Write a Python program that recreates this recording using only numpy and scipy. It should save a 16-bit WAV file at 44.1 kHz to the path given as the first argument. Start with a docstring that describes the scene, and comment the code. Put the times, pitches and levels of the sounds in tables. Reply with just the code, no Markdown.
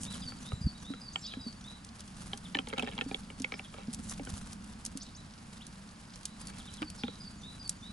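"""A whirr of wings over a hush of open air, with husks cracking and a tit singing from the start.
Small birds feed on a wooden table, heard from the boards: beaks and claws ring its tuned modes,
husks snap as short bursts of noise, and wings make throbbing noise or single puffs of air.
The tit's two loud notes end in a faint tinkle; other birds chip and whistle, all as gliding sine tones.
Soft feet thud, claws scuffle and loose husks tick, and short echoes follow table and singers."""
import sys
import numpy as np
from scipy import signal
from scipy.fft import rfft, irfft, next_fast_len
from scipy.io import wavfile

SR = 44100
rng = np.random.default_rng(int(sys.argv[2]) if len(sys.argv) > 2 else 0)


def digitize_waveform(pressure):
    """Quantize a signal to 16-bit integers and store it at the path in sys.argv[1].

    Rows of a 2-D input are taken as channels; values are limited to [-1, 1].
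    """
    field = np.atleast_2d(pressure).T
    bounded = np.clip(field, -1, 1)
    quanta = np.round(bounded * 32767).astype(np.int16)
    wavfile.write(sys.argv[1], SR, quanta)


N = 349272   # length in samples
TIME = np.arange(N) / SR
BLOW = TIME[:SR // 6]   # time within one blow, s
CUTOFF_HZ = 11100   # top of the whole sound

# All table levels are starting points; the functions add their own trims.
# colour of the open air: f/Hz, level/dB
AIR_COLOUR = [(200, -14), (300, -2.5), (400, -9.5), (800, -3.5), (1530, -5), (1900, -9.5), (4000, -14),
              (4950, -11), (5700, -16), (11000, -19)]
# colour of the low whirr of wings: f/Hz, level/dB
RUMBLE_COLOUR = [(20, -8.5), (40, -0.5), (150, -2), (200, 4.5), (255, -4.5), (320, -17), (800, -32)]
# colour of the swish of feathers: f/Hz, level/dB
SWISH_COLOUR = [(350, -0.5), (1400, 4.5), (2200, -3.5), (3500, -1.5), (5000, -2), (11000, -1.5)]
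# colour of the loose husks: f/Hz, level/dB
HUSK_COLOUR = [(1500, -17), (3000, 5.5), (5000, 11), (11000, -9)]
# how alike left and right are: f/Hz, likeness (0-1)
LEFT_RIGHT_LIKENESS = [(60, 1), (250, 0.97), (700, 0.1), (2300, 0.52), (10000, 0.79)]
# how far left runs ahead of right: f/Hz, phase/rad
LEFT_LEAD = [(250, 0.19), (1500, 1.34), (3500, 0.78)]
# birds flying in or off: t/s, full-strength length/s, low rumble level/dB, feather swish level/dB
WING_FLIGHTS = [(-0.05, 0.25, -47, -57.5), (2.194, 0.075, -50.5, -61), (2.784, 0.26, -51, -67),
                (3.97, 0.34, -47.5, -60.5), (6.465, 0.23, -52.5, -61.5), (7.303, 0.71, -55, -78)]
# sweeps through the loose husks: t/s, full-strength length/s, level/dB
HUSK_SWEEPS = [(.02, 0.024, -46.5), (4.037, 0.01, -53), (4.091, 0.023, -45.5), (4.37, 0.021, -53)]
# seed husks cracking: t/s, peak level/dB
HUSK_CRACKS = [(0.0325, -22.5), (0.051, -27), (0.1247, -32.5), (0.142, -32), (1.847, -36.5),
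               (2.0052, -30.5), (2.077, -38), (2.3737, -33), (2.6855, -31.5), (2.781, -33.5), (2.795, -34),
               (2.824, -35), (3.398, -31), (3.419, -24.5), (3.9295, -28), (3.9355, -26.5), (3.944, -23.5),
               (4.136, -35), (4.178, -43), (4.2498, -33), (4.301, -30), (4.53, -29.5), (4.642, -38),
               (4.8506, -21.5), (4.861, -21.5), (4.9723, -25), (5.666, -33.5), (6.157, -36), (6.231, -37),
               (6.2538, -16), (6.47, -28.5), (6.738, -34), (6.819, -36), (6.9001, -27.5), (7.676, -33.5),
               (7.6932, -16.5)]
# one phrase of the tit's song: t/s into the phrase, note shape, level/dB
TIT_PHRASE = [(0, "low", -48), (.166, "high", -49.3), (.338, "tinkle", -61)]
# bouts of the tit's song: start t/s, end t/s, time from phrase to phrase/s
SONG_BOUTS = [(-1.148, 1.78, .398), (6.247, 7.92, .393)]
# calls of the other birds: t/s, note shape, level/dB
OTHER_CALLS = [(0.124, "chip", -47.5), (0.217, "chip", -46), (0.525, "thin", -51), (0.748, "peep", -51),
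               (1.12, "rise", -50), (1.148, "thin", -45), (1.212, "buzz", -50), (1.24, "chirp", -50),
               (1.245, "burr", -57), (1.252, "rise", -51), (1.27, "rasp", -52.5), (1.304, "burr", -53.5),
               (1.395, "peep", -48), (2.445, "chip", -49), (3.07, "slur", -58), (3.32, "slur", -65),
               (3.525, "buzz", -56), (3.64, "burr", -54.5), (4.998, "buzz", -54), (5.009, "rise", -45),
               (5.014, "chirp", -62), (5.05, "rasp", -61), (5.149, "rise", -49), (5.172, "peep", -55),
               (5.607, "query", -55), (6.594, "chip", -53.5), (6.668, "chip", -53), (6.77, "chip", -52.5),
               (6.97, "buzz", -57), (6.99, "chirp", -59), (7.025, "tick", -54), (7.043, "tick", -50),
               (7.062, "burr", -58), (7.065, "rasp", -58)]
# path of each kind of bird note, by name: t/s into the note, f/Hz, level/dB
NOTE_SHAPES = { "low": [(0, 3450, -3), (.05, 3920, -5), (.08, 3960, -11.5), (.16, 3960, -19.5)],
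               "high": [(0, 5050, -1), (.014, 4780, 2), (.033, 4790, -4), (.043, 4750, -16),
               (.054, 4580, 2), (.086, 4480, 3)], "tinkle": [(0, 6840, -4), (.026, 6810, -6),
               (.032, 6000, -3), (.055, 5990, 3)], "thin": [(0, 7700, -12), (.11, 7300, -15)],
               "slur": [(0, 4570, 0), (.075, 4280, -11)], "peep": [(0, 3850, -2), (.055, 3936, -12.5)],
               "rasp": [(0, 3746, -0.5), (.06, 3975, -6)], "chip": [(0, 4060, -8), (.012, 3485, -0.5),
               (.028, 2900, -4.5)], "rise": [(0, 4360, 2), (.009, 5820, -7), (.019, 6450, -1.5),
               (.031, 9200, -14)], "query": [(0, 2690, 2.5), (.028, 4270, 0)], "buzz": [(0, 5390, -6.5),
               (.037, 4990, -0.5)], "chirp": [(0, 4330, 3), (.033, 4920, 2.5)], "tick": [(0, 4360, -1),
               (.011, 3460, -1)], "burr": [(0, 3457, -5.5), (.022, 3220, 4)]}
# how rough the rougher notes are, by name: hoarseness (0-1)
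NOTE_HOARSENESS = {"chirp": .45, "buzz": 0.44, "burr": 0.4, "rasp": .5, "rise": 0.25, "chip": 0.16, "query":
                   .15}
# beak and claw on wood: t/s, peak level/dB, hollow body level/dB, f/Hz that rings most
WOOD_KNOCKS = [(.321, -41, -50, 1320), (0.5186, -36, -43, 1360), (0.9366, -32.5, -54, 1268),
               (1.1582, -23.5, -47.5, 3210), (1.3368, -32, -53, 1734), (2.3324, -28.5, -39.5, 3230),
               (2.5475, -27.5, -41, 3250), (2.5503, -15.5, -46.5, 1850), (2.5699, -32, -40, 3190),
               (2.588, -25.5, -35.5, 2980), (2.6718, -33.5, -42, 3660), (2.7282, -30, -40, 1440),
               (2.7345, -26, -40, 1460), (2.7791, -27, -39, 2900), (2.783, -24.5, -45, 3840),
               (2.7944, -22.5, -37, 2700), (2.824, -30, -41, 3100), (2.831, -34, -33, 3150),
               (2.8734, -25, -40, 1700), (2.8877, -36, -52, 3700), (2.914, -43, -69, 3140),
               (2.9791, -32, -37, 3370), (2.9879, -28, -45, 2220), (3.0107, -22, -37, 2870),
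               (3.0158, -34, -44, 2800), (3.1121, -32, -37.5, 2030), (3.1449, -24.5, -40.5, 3130),
               (3.3014, -38.5, -48, 2450), (3.4447, -22, -46.5, 2220), (3.5215, -26, -43, 2120),
               (3.5394, -32.5, -42, 2290), (3.594, -30, -50, 2640), (3.74, -36, -44.5, 1130),
               (4.1951, -44, -41.5, 2340), (4.2715, -34, -44, 1220), (6.8196, -28.5, -42.5, 1460),
               (6.827, -26.5, -41.5, 1340), (7.035, -26.5, -38, 2790), (7.0809, -33, -38, 3620)]
# ringing modes of the table: f/Hz, level/dB, time to die away by 60 dB/s
BOARD_MODES = [(199.5, -15, 0.12), (254, 5, 0.11), (430, -0.5, 0.053), (522, -1.5, 0.056),
               (798, -0.5, 0.061), (970, -2, 0.016), (1337, -1.5, 0.028), (1701, -8, 0.052),
               (2270, 2.5, 0.02), (2685, -0.5, 0.014), (3212, 4.5, 0.0099), (3830, -2, 0.011)]
# wing strokes right at the microphone: t/s, level/dB, f/Hz of the puff
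WING_PUFFS = [(0.538, -23.5, 104), (0.617, -27, 155), (0.65, -27, 89), (0.665, -19, 78.5),
              (0.671, -19, 172.7), (4.339, -29.5, 77)]
# feet landing softly: t/s, level/dB
SOFT_HOPS = [(0.903, -34), (1.37, -36.5), (1.464, -36.5), (2.553, -34.5), (2.989, -38), (3.062, -35.5),
             (3.403, -34.5), (3.882, -34), (3.992, -40.5), (4.2, -37), (4.953, -39), (6.818, -33),
             (7.037, -32)]
# claws and wing tips dragging on the wood: t/s, full-strength length/s, level/dB
WOOD_SCUFFLES = [(2.7, .04, -52), (2.773, .06, -50.5), (2.875, .05, -47.5), (2.98, .035, -53),
                 (3.784, .02, -50), (6.46, .1, -57.5)]

LEAD_IN_S = 0.0037   # lead-in before the peak of each blow


def from_db(db):
    """Turns decibels into a plain gain."""
    return 10 ** (np.asarray(db) / 20)


def rms_one(x):
    """Scales a sound to an average strength (rms) of 1."""
    return x / np.sqrt(np.mean(x ** 2) + 1e-20)


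def at_hz(points, hz):
    """Reads a table on a log-frequency axis."""
    f, value = np.transpose(points)
    return np.interp(np.log(hz + 1e-3), np.log(f), value)


def add(out, s, sound):
    """Mixes a sound in at time s."""
    i = max(0, round(s * SR))
    out[:, i:i + sound.shape[-1]] += sound[..., :N - i]


def band(x, low_hz, high_hz, order=2):
    """Keeps the part of a sound between two frequencies."""
    limits = [low_hz, min(high_hz, SR * 4 / 9)]
    return signal.sosfilt(signal.butter(order, limits, "band", fs=SR, output="sos"), x)


def drift(rate_hz, size=N):
    """Smooth random wandering with spread 1, from noise smoothed twice."""
    warm_up = SR // 2   # let the smoothing settle first
    r = np.exp(-2 * np.pi * rate_hz / SR)
    wander = signal.lfilter([1], [1, -2 * r, r * r], rng.standard_normal(size + warm_up))
    return rms_one(wander[warm_up:])[:size]


def random_ticks(per_s, spread_db):
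    """Single samples at random moments, of uneven strength."""
    strength = from_db(spread_db * np.minimum(rng.exponential(1, N), 3))
    return (rng.random(N) < per_s / SR) * strength


def pair(mid, side, hz):
    """Makes left and right from a shared part and an opposed part, as alike as the table says."""
    alike = np.clip(at_hz(LEFT_RIGHT_LIKENESS, hz), 0, .995)
    opposed = side * np.array([[1], [-1]])
    return np.sqrt((1 + alike) / 2) * mid + np.sqrt((1 - alike) / 2) * opposed


def noise(colour):
    """Stereo noise of a given colour, rms 1."""
    size = next_fast_len(N)
    hz = np.arange(size // 2 + 1) * SR / size
    top_cut = 1 / (1 + (hz / (1.5 * colour[-1][0])) ** 4)   # fades out above the table's last point
    mid, side = rfft(rng.standard_normal((2, size)))
    spectrum = pair(mid, side, hz) * from_db(at_hz(colour, hz)) * top_cut
    return rms_one(irfft(spectrum, size)[:, :N])


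def swell(s, length, rise_s, fade_s):
    """Gain that rises until time s, holds, then fades."""
    rise, fade = (TIME - s) / rise_s, (s + length - TIME) / fade_s
    return np.exp(np.clip(np.minimum(rise, fade), -30, 0))


def contact(decay_s, grit, rise_s=0.00017):
    """A short soft rise, one sharp peak, then a dying train of rough grains."""
    since_peak = BLOW - LEAD_IN_S
    envelope = np.exp(-np.maximum(since_peak / decay_s, -since_peak / rise_s)) + 1e-9
    force = grit * rng.standard_normal(len(BLOW)) ** 3 * envelope   # cubing makes a few grains stand out
    force[int(LEAD_IN_S * SR)] += 1
    return force


def ring(force, hz, t60):
    """One ringing mode driven by a force, scaled to height 1."""
    r, w = from_db(-60 / (t60 * SR)), 2 * np.pi * hz / SR
    y = signal.lfilter([1, 0, -1], [1, -2 * r * np.cos(w), r * r], force)
    return y / np.abs(y).max()


def spread(mode, hz):
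    """Sends a ringing board to left and right a little out of step, one way or the other."""
    quarter_cycle = int(SR / hz) // 4
    late = np.pad(mode, (quarter_cycle, 0))[:len(mode)]
    return pair(mode, late * rng.choice([-1, 1]), hz)


def snap(low_hz, high_hz, decay_s, grit):
    """A brittle stereo click in one band, height 1."""
    mid, side = band(np.array([contact(decay_s, grit), contact(decay_s, grit)]), low_hz, high_hz)
    y = pair(mid, np.roll(side, rng.integers(3, 12)), high_hz)
    return y / np.abs(y).max()


def open_air(level_db=-57):
    """The steady hush of open air, as coloured noise."""
    return from_db(level_db) * noise(AIR_COLOUR)


def wings(rumble_db=2, swish_db=4, beat_hz=19, beat_db=2.5, flutter_db=4, grain_db=4.0):
    """Each flight swells and fades; wingbeats throb in a low whirr and in the grainy swish of feathers."""
    approach_s, rumble_fade_s, swish_fade_s = 0.095, 0.7, 0.25
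    low, high = from_db(-54), from_db(-68)   # calm level between flights, before the trims
    for s, length, rumble, swish in WING_FLIGHTS:
        low = np.hypot(low, from_db(rumble) * swell(s, length, approach_s, rumble_fade_s))
        high = np.hypot(high, from_db(swish) * swell(s, length, approach_s, swish_fade_s))
    uneven_hz = beat_hz * (1 + 0.196 * drift(3.09))
    beat = np.sin(2 * np.pi * np.cumsum(uneven_hz) / SR)
    high = high * from_db(swish_db + beat_db * beat + flutter_db * drift(19.0) + grain_db * drift(540))
    low = low * from_db(rumble_db + 1.1 * beat)
    return high * noise(SWISH_COLOUR) + low * noise(RUMBLE_COLOUR)


def litter(per_s=22, level_db=-58, spread_db=3.0, decay_s=0.0038):
    """Loose husks tick faintly at random moments, each a dying burst of noise."""
    decay = np.exp(-1 / (decay_s * SR))
    envelope = signal.lfilter([1], [1, -decay], random_ticks(per_s, spread_db))
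    return from_db(level_db) * envelope * noise(HUSK_COLOUR)


def brushes(rise_s=0.011, fade_s=0.0061, grain_db=4, low_hz=5800):
    """Wing tips and feet sweep through the loose husks in short gritty strokes of high noise."""
    effort = sum(from_db(db) * swell(s, length, rise_s, fade_s) for s, length, db in HUSK_SWEEPS)
    hiss = rms_one(band(noise(SWISH_COLOUR), low_hz, CUTOFF_HZ))
    return effort * from_db(grain_db * drift(530)) * hiss


def husks(bright_db=1, lag_s=0.00058, lower_db=-27, lower_follows=0.42):
    """A husk splits with one snap and a few milliseconds of splintering."""
    out = np.zeros((2, N))
    for s, peak in HUSK_CRACKS:
        start = s + lag_s - LEAD_IN_S
        add(out, start, from_db(peak + bright_db) * snap(4870, 11400, decay_s=0.0024, grit=0.19))
        # the lower treble grows less than the bright snap does
        lower = from_db(lower_db + lower_follows * peak)
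        add(out, start, lower * snap(2620, 6000, decay_s=0.0054, grit=0.34))
    return out


def echoes(x, t60, wet_db):
    """Many weak reflections, thinning away, made from a dying burst of noise."""
    t = TIME[:SR * 2 // 3]
    envelope = from_db(-60 * t / t60) * (1 - np.exp(-t / 0.002))
    tail = pair(*rng.standard_normal((2, len(t))), 2600) * envelope
    tail /= np.sqrt(np.sum(tail ** 2) / 2)
    return from_db(wet_db) * signal.fftconvolve(x, tail, axes=1)[:, :N]


def tit_song(opening_db=-12.5, warm_up_s=1.1):
    """Repeats the phrase evenly through each bout, which opens softly: rows (t/s, shape, level/dB)."""
    notes = []
    for start, end, period in SONG_BOUTS:
        for phrase_s in np.arange(start, end, period):
            for offset, shape, db in TIT_PHRASE:
                s = phrase_s + offset
                if 0 <= s < end:
                    softness = max(0, 1 - (s - start) / warm_up_s)
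                    notes.append((s, shape, db + opening_db * softness))
    return notes


def birds(notes, level_db=1, pitch_scatter=0.0054, trill_hz=290, trill_depth=0.11, hoarse_depth=0.079,
          waver_db=2.5, buzz_db=7, second_ratio=.76, second_share=0.73):
    """Each note is a gliding whistle; hoarseness adds a fast trill and the syrinx's lower second voice."""
    out = np.zeros((2, N))
    for s, shape, level in notes:
        hoarse = NOTE_HOARSENESS.get(shape, .035)   # clear notes are still slightly rough
        when, hz, db = np.transpose(NOTE_SHAPES[shape])
        t = TIME[:int(when[-1] * SR)]
        size = len(t)
        glide = np.interp(t, when, hz) * (1 + pitch_scatter * rng.normal())
        envelope = from_db(level + level_db + np.interp(t, when, db)) * signal.windows.tukey(size, .15)
        uneven_hz = trill_hz * (1 + 0.25 * drift(71, size))
        trill = np.sin(2 * np.pi * np.cumsum(uneven_hz) / SR)
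        voices = (glide, 1), (second_ratio * glide, second_share * hoarse)
        for pitch, share in voices:
            pitch = pitch * (1 + hoarse * (trill_depth * trill + hoarse_depth * drift(500, size)))
            flicker_db = waver_db * drift(120, size) + buzz_db * hoarse * (trill + 1.0)
            gain = share * envelope * from_db(flicker_db)
            add(out, s, gain * np.sin(2 * np.pi * np.cumsum(pitch) / SR))
    return out


def knocks(peak_db=-11.0, body_db=1.0, favour_db=11, favour_octaves=0.22, scatter_db=1.0, detune=0.047,
           lag_s=0.0003, slow_s=.004, top_hz=4500, tick_db=-20):
    """Each blow rings every mode of the table; where it falls decides which ones ring most."""
    wood, ticks = np.zeros((2, N)), np.zeros((2, N))
    lowest_hz, highest_hz = BOARD_MODES[0][0], BOARD_MODES[-1][0]
    for s, peak, body, pitch in WOOD_KNOCKS:
        start = s + lag_s - LEAD_IN_S
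        force = contact(decay_s=0.0011, grit=0.025, rise_s=0.00097)
        balance = [(250, body - 4), (450, body + body_db), (1700, peak + peak_db)]
        for hz, db, t60 in BOARD_MODES:
            level = at_hz(balance, hz) + db + scatter_db * rng.normal()
            level += favour_db * np.exp(-(np.log2(hz / pitch) / favour_octaves) ** 2)
            mode = ring(force, hz * (1 + detune * rng.normal()), t60) * rng.choice([-1, 1])
            # low bending waves travel slowest
            travel = slow_s * (np.sqrt(lowest_hz / hz) - np.sqrt(lowest_hz / highest_hz))
            add(wood, start + travel, from_db(level) * spread(mode, hz))
        add(ticks, start, from_db(peak + tick_db) * snap(3400, 7900, decay_s=0.0078, grit=0.21))
    return band(wood, 53, top_hz, order=3) + ticks


def puffs(width_cycles=0.4):
    """A close wing stroke pushes and pulls the air once."""
    out = np.zeros((2, N))
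    middle = BLOW.mean()
    for s, db, hz in WING_PUFFS:
        cycles = (BLOW - middle) * hz
        bell = np.exp(-(cycles / width_cycles) ** 2 / 2)
        add(out, s - middle, -from_db(db) * np.cos(2 * np.pi * cycles) * bell)
    return out


def hops(soft_hz=300, lag_s=0.00059):
    """Soft feet press the wood too slowly to ring much beyond its lowest modes."""
    out = np.zeros((2, N))
    force = BLOW ** 2 * np.exp(-2 * np.pi * soft_hz * BLOW)
    for s, peak in SOFT_HOPS:
        for hz, db, t60 in BOARD_MODES:
            softening = np.hypot(1, (hz / soft_hz) ** 4)
            mode = ring(force, hz * (1 + 0.079 * rng.normal()), t60) / softening
            add(out, s + lag_s, from_db(peak + db) * spread(mode, hz))
    return out


def scuffle(per_s=320, spread_db=3.0, lows_db=10, top_hz=4300, rise_s=0.013, fade_s=0.035):
    """Dense uneven slips of claw and feather keep the boards ringing."""
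    effort = sum(from_db(db) * swell(s, length, rise_s, fade_s) for s, length, db in WOOD_SCUFFLES)
    slips = random_ticks(per_s, spread_db)
    out = 0
    for hz, mode_db, t60 in BOARD_MODES[2:]:   # without the two lowest modes
        force = slips * rng.standard_normal(N) + 1e-18   # never quite zero
        mode = rms_one(ring(force, hz, t60))
        level = mode_db + at_hz([(500, lows_db), (900, 0)], hz)
        out = out + from_db(level) * spread(mode, hz)
    return effort * rms_one(band(out, 620, top_hz))


def scene(echo_s=0.1, echo_db=-16, trees_top_hz=5200):
    """The table close by, the singers among the trees, a steady hush of open air."""
    table = knocks() + husks()
    song, calls = birds(tit_song()), birds(OTHER_CALLS)
    near = table + echoes(table, t60=0.071, wet_db=-15.5)
    near += wings() + litter() + brushes() + puffs() + hops() + scuffle()
    far = song + calls + echoes(song, t60=0.25, wet_db=-1.5) + echoes(calls, t60=0.24, wet_db=-11.5)
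    # the trees scatter the calls back, duller
    far += band(echoes(calls, t60=0.34, wet_db=-7.5), 2700, trees_top_hz)
    add(far, echo_s, from_db(echo_db) * song)   # one distinct echo from the edge of the wood
    return (near + far + open_air()) * from_db([[-.4], [.4]])   # right slightly louder


def record(dry):
    """The left side runs slightly ahead of the right; the top is cut steeply."""
    size = next_fast_len(N + SR // 4)
    lead = at_hz(LEFT_LEAD, np.arange(size // 2 + 1) * SR / size)
    turn = np.exp(.5j * lead * np.array([[1], [-1]]))   # half the lead forward on the left, half back on the right
    sides = irfft(rfft(dry, size) * turn, size)[:, :N]
    return signal.sosfilt(signal.ellip(12, .2, 70, CUTOFF_HZ, fs=SR, output="sos"), sides)


dry = scene()
out = record(dry)
digitize_waveform(out)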